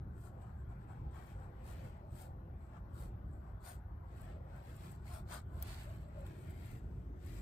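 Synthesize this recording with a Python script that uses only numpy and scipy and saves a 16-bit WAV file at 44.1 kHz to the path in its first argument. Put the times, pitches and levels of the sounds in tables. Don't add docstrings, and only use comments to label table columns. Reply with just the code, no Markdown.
import sys
import numpy as np
from scipy import signal
from scipy.fft import rfft, irfft, next_fast_len
from scipy.io import wavfile
from scipy.ndimage import uniform_filter1d, map_coordinates

SR = 44100
rng = np.random.default_rng(int(sys.argv[2]) if len(sys.argv) > 2 else 0)


def boost(x):
    u = np.asarray(x, float) / 20
    return 10 ** u


def materialize(psi):
    bounded = np.clip(np.atleast_2d(psi).T, -1, 1)
    quanta = np.round(bounded * 32767).astype(np.int16)
    wavfile.write(sys.argv[1], SR, quanta)


N = 326942
CUT_S = 6.267
FIRM_DB, FIRM_S = -70, .17
PANEL_LATE_S = 0.0033


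def unit(x):
    return x / np.sqrt(np.mean(x ** 2) + 1e-20)


def along(points, hz):
    f, value = np.transpose(points)
    return np.interp(np.log(hz + 1), np.log(f + 1), value)


def curves(rows):
    s, *columns = np.transpose(rows)
    return [np.interp(np.arange(N) / SR, s, column) for column in columns]


def wobble(rate):
    knots = rng.standard_normal(int(N * rate / SR) + 4)
    return map_coordinates(knots, [np.arange(N) * rate / SR])


def filtered(x, response):
    m = next_fast_len(N + 8192)
    return irfft(rfft(x, m) * response(np.fft.rfftfreq(m, 1 / SR)), m)[..., :N]


def coloured(x, spectrum):
    return filtered(x, lambda hz: boost(along(spectrum, hz)))


def split(x, hz):
    low = filtered(x, lambda f: 1 / (1 + (f / hz) ** 12))
    return unit(low), unit(x - low)


def resonance(f, hz, width):
    return 1j * f * width / (hz * hz - f * f + 1j * f * width)


def field(shape, bins, frames):
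    smooth = uniform_filter1d(rng.standard_normal(shape), bins, 0)
    return unit(uniform_filter1d(smooth, frames, 1))


def ports(pair, balance):
    return filtered(pair, lambda hz: boost(np.outer([.5, -.5], along(balance, hz))))


# [t/s of the peak, rise/s, fall/s, tips/dB, drag/dB, panel/dB]; rise and fall span 20 dB
BRUSH_STROKES = [(0.215, 0.087, 0.02, -76.0, -84, -84), (0.259, 0.054, 0.059, -71.5, -79.0, -66.5),
                 (0.423, 0.016, 0.024, -77.5, -84, -79.0), (0.478, 0.19, 0.094, -86, -83, -66.5),
                 (0.611, 0.075, 0.038, -86, -92, -75), (0.724, 0.054, 0.039, -87, -84, -63),
                 (0.829, 0.05, 0.035, -84.5, -83, -73), (0.904, 0.041, 0.051, -81, -86, -60.5),
                 (0.925, 0.064, 0.22, -88.5, -80.5, -70.5), (1.165, 0.061, 0.14, -77.5, -72.5, -61.5),
                 (1.3, 0.169, 0.086, -79, -73, -69.5), (1.431, 0.14, 0.082, -82, -80, -63),
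                 (1.698, 0.082, 0.077, -69.5, -72.5, -62.5), (1.79, 0.26, 0.23, -79.5, -67.5, -68),
                 (1.855, 0.027, 0.053, -78.0, -76, -71), (2.21, 0.12, 0.096, -69.0, -73.5, -63.5),
                 (2.642, 0.085, 0.106, -83.5, -84, -81), (2.767, 0.09, 0.043, -85.0, -74, -60.0),
                 (3.011, 0.093, 0.098, -69, -75, -64), (3.357, 0.12, 0.088, -87.0, -93, -78),
                 (3.479, 0.1, 0.08, -89.5, -83, -65.5), (3.683, 0.069, 0.096, -63.5, -69.5, -57.0),
                 (4.207, 0.16, 0.11, -79, -72.5, -67.5), (4.292, 0.103, 0.12, -82, -70, -69.5),
                 (4.578, 0.16, 0.058, -81.0, -74.5, -61.5), (4.72, 0.17, 0.088, -76, -70.5, -69),
                 (4.812, 0.097, 0.023, -75.5, -69.5, -69), (4.841, 0.045, 0.17, -71, -68.5, -62.5),
                 (5.085, 0.064, 0.09, -71.5, -68.0, -65), (5.155, 0.076, 0.071, -65.0, -69, -56.5),
                 (5.341, 0.066, 0.07, -60, -60.0, -49.5), (5.589, 0.13, 0.13, -76.5, -83.0, -63.5),
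                 (5.715, 0.15, 0.1, -66.5, -60.5, -62.5), (5.81, 0.1, 0.074, -69, -64.5, -67.0),
                 (5.918, 0.28, 0.13, -77.5, -69, -66.5), (6.014, 0.037, 0.1, -80.5, -76.5, -80),
                 (6.211, 0.18, 0.15, -82.5, -71.5, -67.5), (6.271, 0.036, 0.269, -80.5, -70.5, -68.5),
                 (6.42, 0.14, 0.14, -78, -78, -75), (6.487, 0.108, 0.092, -82, -70.5, -66),
                 (6.658, 0.25, 0.1, -78, -69.5, -68.5), (6.737, 0.21, 0.1, -77.0, -69.5, -70.0),
                 (6.941, 0.28, 0.24, -89.0, -83.0, -75.5), (7.3, 0.13, 0.21, -75, -68, -71.5),
                 (7.374, 0.057, 0.069, -74.5, -70, -70.0)]


def stroked(peaks_db, late_s=0):
    t, power = np.arange(0, N, 64) / SR, 1e-13
    for (s, rise, fall, *_), peak_db in zip(BRUSH_STROKES, peaks_db):
        s = s + late_s
        distance = np.abs(np.where(t < s, (s - t) / rise, (t - s) / fall))
        power = power + boost(peak_db - 20 * distance ** 1.94) ** 2
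    return np.interp(np.arange(N) / SR, t, 10 * np.log10(power))


def slips(share, spread_db):
    sizes = boost(spread_db * rng.exponential(1, N)) * rng.standard_normal(N)
    grains = unit(sizes * (rng.random(N) < .05))
    return np.sqrt(share) * grains + np.sqrt(1 - share) * rng.standard_normal(N)


# [f/Hz, level/dB]
TIPS_COLOUR = [(3000, -34), (5000, -0.5), (5700, -19.5), (6900, -2), (7400, -4.5), (7800, -8), (8250, 1),
               (8700, 9), (9400, -0.5), (10200, -8), (11500, -4), (12900, -7), (13700, -14.5),
               (14400, -5.5), (15700, -17.5)]


def bristle_tips():
    _, rise, fall, tips_peak, _, _ = np.transpose(BRUSH_STROKES)
    tips_db = stroked(tips_peak)
    hiss, sheen = split(coloured(slips(0.42, spread_db=4.0), TIPS_COLOUR), hz=10400)
    narrow = unit(filtered(hiss, lambda f: resonance(f, hz=7750, width=750) ** 2))
    spread = np.clip((tips_db + 88) / 24, .15, 1)
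    hiss = spread * hiss + np.sqrt(1 - spread ** 2) * narrow
    sweep_db = stroked(tips_peak + 2 * np.log2((rise + fall) / FIRM_S)) - FIRM_DB
    sheen_db = -71 + np.minimum(sweep_db, 3.4 * (sweep_db + 7))
    lift_db = 0.5 * (np.arange(N) >= CUT_S * SR)
    return boost(tips_db) * hiss + boost(sheen_db + lift_db) * sheen


# [f/Hz, level/dB]
DRAG_COLOUR = [(1000, -53), (1700, -6.5), (2820, -7.5), (3070, -3), (3200, 0.5), (4370, 3), (4730, 0),
               (6000, -10.5), (7800, -3), (13200, -120)]


def loaded_drag():
    _, _, _, tips_peak, drag_peak, _ = np.transpose(BRUSH_STROKES)
    rasp_peak = -71 + 0.7 * (tips_peak - FIRM_DB) + 0.6 * (drag_peak - FIRM_DB)
    drag, rasp = split(coloured(slips(.25, spread_db=0.5), DRAG_COLOUR), hz=2744)
    return boost(stroked(rasp_peak)) * rasp + boost(stroked(drag_peak)) * drag


# [f/Hz, width/Hz, level/dB]
PANEL_MODES = [(686, 114, 7), (1055, 250, 2), (1441, 192, 1.5), (1850, 720, -17)]


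def wood(f):
    modes = sum((-1) ** k * boost(db) * resonance(f, hz, width)
                for k, (hz, width, db) in enumerate(PANEL_MODES))
    return modes / (1 + (480 / (f + 1)) ** 4)


def panel():
    panel_peak = np.transpose(BRUSH_STROKES)[-1]
    ring = unit(filtered(slips(0.17, spread_db=1.5), wood))
    before = np.arange(N) < CUT_S * SR
    idle = boost(np.where(before, -69, -77) + 0.83 * wobble(7))
    return np.hypot(boost(stroked(panel_peak, PANEL_LATE_S)), idle) * ring


# [f/Hz, left over right/dB]
NEAR_BALANCE = [(300, -6), (1300, 1.5), (2400, -2), (3200, -5.5), (4400, -9.5), (5800, 14), (7500, 3.5),
                (9000, 4.5), (10200, 0.5), (11000, 0), (12300, 3), (14500, 6), (16000, -7)]
# [t/s, left over right/dB]
BRUSH_PLACE = [(0.0, 7), (5.2, 5), (5.8, 1.5), (6.44, 5.5), (6.7, 7.5), (7.41, 8.5)]


def near(x, turns, streak_db):
    z = signal.stft(x, nperseg=1024)[2]
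    paths = []
    for _ in "LR":
        peaks = boost(streak_db * field(z.shape, 2, 10))
        paths.append(peaks * np.exp(1j * turns * field(z.shape, 3, 20)))
    pair = ports(signal.istft(z * paths, nperseg=1024)[1][:, :N], NEAR_BALANCE)
    return pair * boost(np.outer([.5, -.5], *curves(BRUSH_PLACE)))


def brush():
    chatter = boost(.5 * wobble(60))
    bristles = bristle_tips() + loaded_drag()
    return near(chatter * bristles + panel(), turns=1.78, streak_db=2.5)


# [t/s, level/dB before the port gains, f/Hz of the ring]
DRY_TICKS = [(.4205, -65, 3600), (4.5635, -62, 7600), (5.4184, -61, 7830), (5.6188, -50, 14900),
             (5.6253, -28, 14200), (5.6276, -34, 14600), (5.7455, -47, 4440), (6.2669, -52, 3500)]


def ticks():
    out, t = np.zeros((2, N + SR)), np.arange(SR // 100) / SR
    shape = (1 - np.exp(-t / .0003)) * boost(-60 * t / .0022)
    shape = shape / shape.max()
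    for tick_s, tick_db, tick_hz in DRY_TICKS:
        for k in range(-2, 3):
            s, db, hz = tick_s + k * .0009, tick_db - 12 * abs(k), 13200 if k else tick_hz
            crack = np.diff(rng.standard_normal((2, len(t) + 1))) * .26
            ring = np.sin(2 * np.pi * hz * t + rng.uniform(0, 2 * np.pi) + [[0], [2.3]])
            start = round(s * SR)
            out[:, start:start + len(t)] += boost(db) * shape * (ring + crack)
    return out[:, :N] * boost([[2.5], [-4]])


# [t/s, level/dB]
MURMUR_LEVEL = [(0.0, -74.5), (1.6, -77.5), (1.79, -64), (2.4, -74.5), (2.75, -70.5), (3.5, -70.5),
                (3.95, -83), (4.3, -64.5), (4.55, -65), (5.0, -80), (5.18, -63), (5.25, -77), (5.75, -75),
                (5.91, -59.5), (5.95, -70), (6.07, -62.5), (6.13, -73), (6.185, -58.5), (6.262, -64),
                (6.272, -77), (7.2, -80), (7.35, -72)]


def murmur():
    level_db, = curves(MURMUR_LEVEL)
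    pressed_db = stroked(np.transpose(BRUSH_STROKES)[-1], PANEL_LATE_S) - 11.5
    level = np.hypot(boost(level_db + 1.3 * wobble(9)), boost(pressed_db))
    slow = filtered(rng.standard_normal((2, N)), lambda f: 1 / (1 + (f / 65) ** 4))
    phase = 2 * np.pi * np.cumsum(612.6 + 22.05 * wobble(4)) / SR
    left = slow[0] * np.cos(phase) + slow[1] * np.sin(phase)
    right = slow[0] * np.cos(phase - 1.2) + slow[1] * np.sin(phase - 1.2)
    return level * unit(np.array([left, right * boost(-3.0)]))


# [f/Hz, likeness/0-1]
FAR_LIKENESS = [(30, 1), (60, 0.98), (160, 0.99), (270, 0.8), (500, 0.7), (1000, 1), (2000, 0.3), (5000, 0)]


def diffuse(spectrum, patchy_db, lag_s):
    z = signal.stft(rng.standard_normal((2, N)), nperseg=512)[2]
    patches = boost(patchy_db * field(z.shape[1:], 4, 14))
    pair = signal.istft(z * patches, nperseg=512)[1][:, :N]

    def mid_side(hz):
        turn = np.arccos(np.clip(along(FAR_LIKENESS, hz), 0, 1)) / 2
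        return boost(along(spectrum, hz)) * [np.cos(turn), np.sin(turn)]

    mid, side = filtered(pair, mid_side)
    late = lambda hz: np.exp(np.outer([-1j, 1j], np.pi * hz * lag_s))
    return unit(filtered(np.array([mid + side, mid - side]), late))


# [f/Hz, level/dB]
RUMBLE_COLOUR = [(12, -46), (20, -23), (54, 0.5), (75, 0), (121, -4.5), (226, -17), (264, -22), (370, -21),
                 (450, -29.5), (580, -50), (990, -120)]


def rumble(level_db):
    return boost(level_db + 1.2 * wobble(2.865)) * diffuse(RUMBLE_COLOUR, patchy_db=1.04, lag_s=-0.000084)


# [f/Hz, level/dB]
RUSH_COLOUR = [(180, -36), (300, -11.5), (369, -8.5), (453, -10), (528, 1), (586, -18), (808, -0.5),
               (980, -10.5), (1170, -12.5), (1520, -23), (2090, -25), (4310, -37), (6500, -45), (8450, -81),
               (14300, -120)]
# [f/Hz, level/dB]
RUSH_COLOUR_AFTER = [(150, -29), (250, -3.5), (380, -4.5), (520, -15.5), (750, -15), (1200, -24),
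                     (2200, -33.5), (4000, -44.5), (6500, -44), (9000, -77)]
# [f/Hz, left over right/dB]
FAR_BALANCE = [(150, 5), (400, 1), (800, 2.5), (1800, 16.5), (2600, 2.5), (3500, 7), (4300, -7), (5500, 3),
               (6800, 5)]


def rush(level_db):
    before = boost(level_db + .8 * wobble(3.9)) * diffuse(RUSH_COLOUR, patchy_db=3.0, lag_s=-0.00041)
    after = boost(level_db) * diffuse(RUSH_COLOUR_AFTER, patchy_db=2.6, lag_s=-0.00038)
    return ports(np.where(np.arange(N) < CUT_S * SR, before, after), FAR_BALANCE)


# [t/s, rumble/dB, far rush/dB]
WIND_LEVELS = [(0.0, -44, -67), (.4, -48, -65.5), (1.04, -47.5, -65.5), (1.5, -49, -63), (2.5, -47.5, -67),
               (2.9, -45.5, -65.5), (4.05, -48.5, -67.5), (4.6, -48.5, -66.5), (5.44, -48, -67.5),
               (6.2, -48, -66.5), (6.35, -49.5, -59.5), (7.0, -46.5, -63.5), (7.22, -49.5, -61),
               (7.41, -46.5, -61.5)]


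def wind():
    rumble_db, rush_db = curves(WIND_LEVELS)
    return rumble(rumble_db) + rush(rush_db)


# [f/Hz, level/dB]
HISS_COLOUR = [(4000, -36), (6800, -21), (7700, -7), (8800, -16), (10300, -18), (11000, -56), (11350, 1),
               (12100, 8), (12700, -4.5), (13000, -31), (15000, -33)]


def microphone_hiss():
    hiss = unit(coloured(rng.standard_normal((2, N)), HISS_COLOUR))
    return boost([[-86], [-99]]) * hiss


def scene():
    return brush() + ticks() + murmur() + wind()


def top_cut(x):
    return signal.sosfilt(signal.butter(12, 16500, fs=SR, output="sos"), x)


def record(dry):
    edge = lambda hz: boost(np.interp(hz, [15630, 15880], [0, -24]))
    mix = filtered(dry + microphone_hiss(), edge)
    return top_cut(mix)


dry = scene()
out = record(dry)
materialize(out)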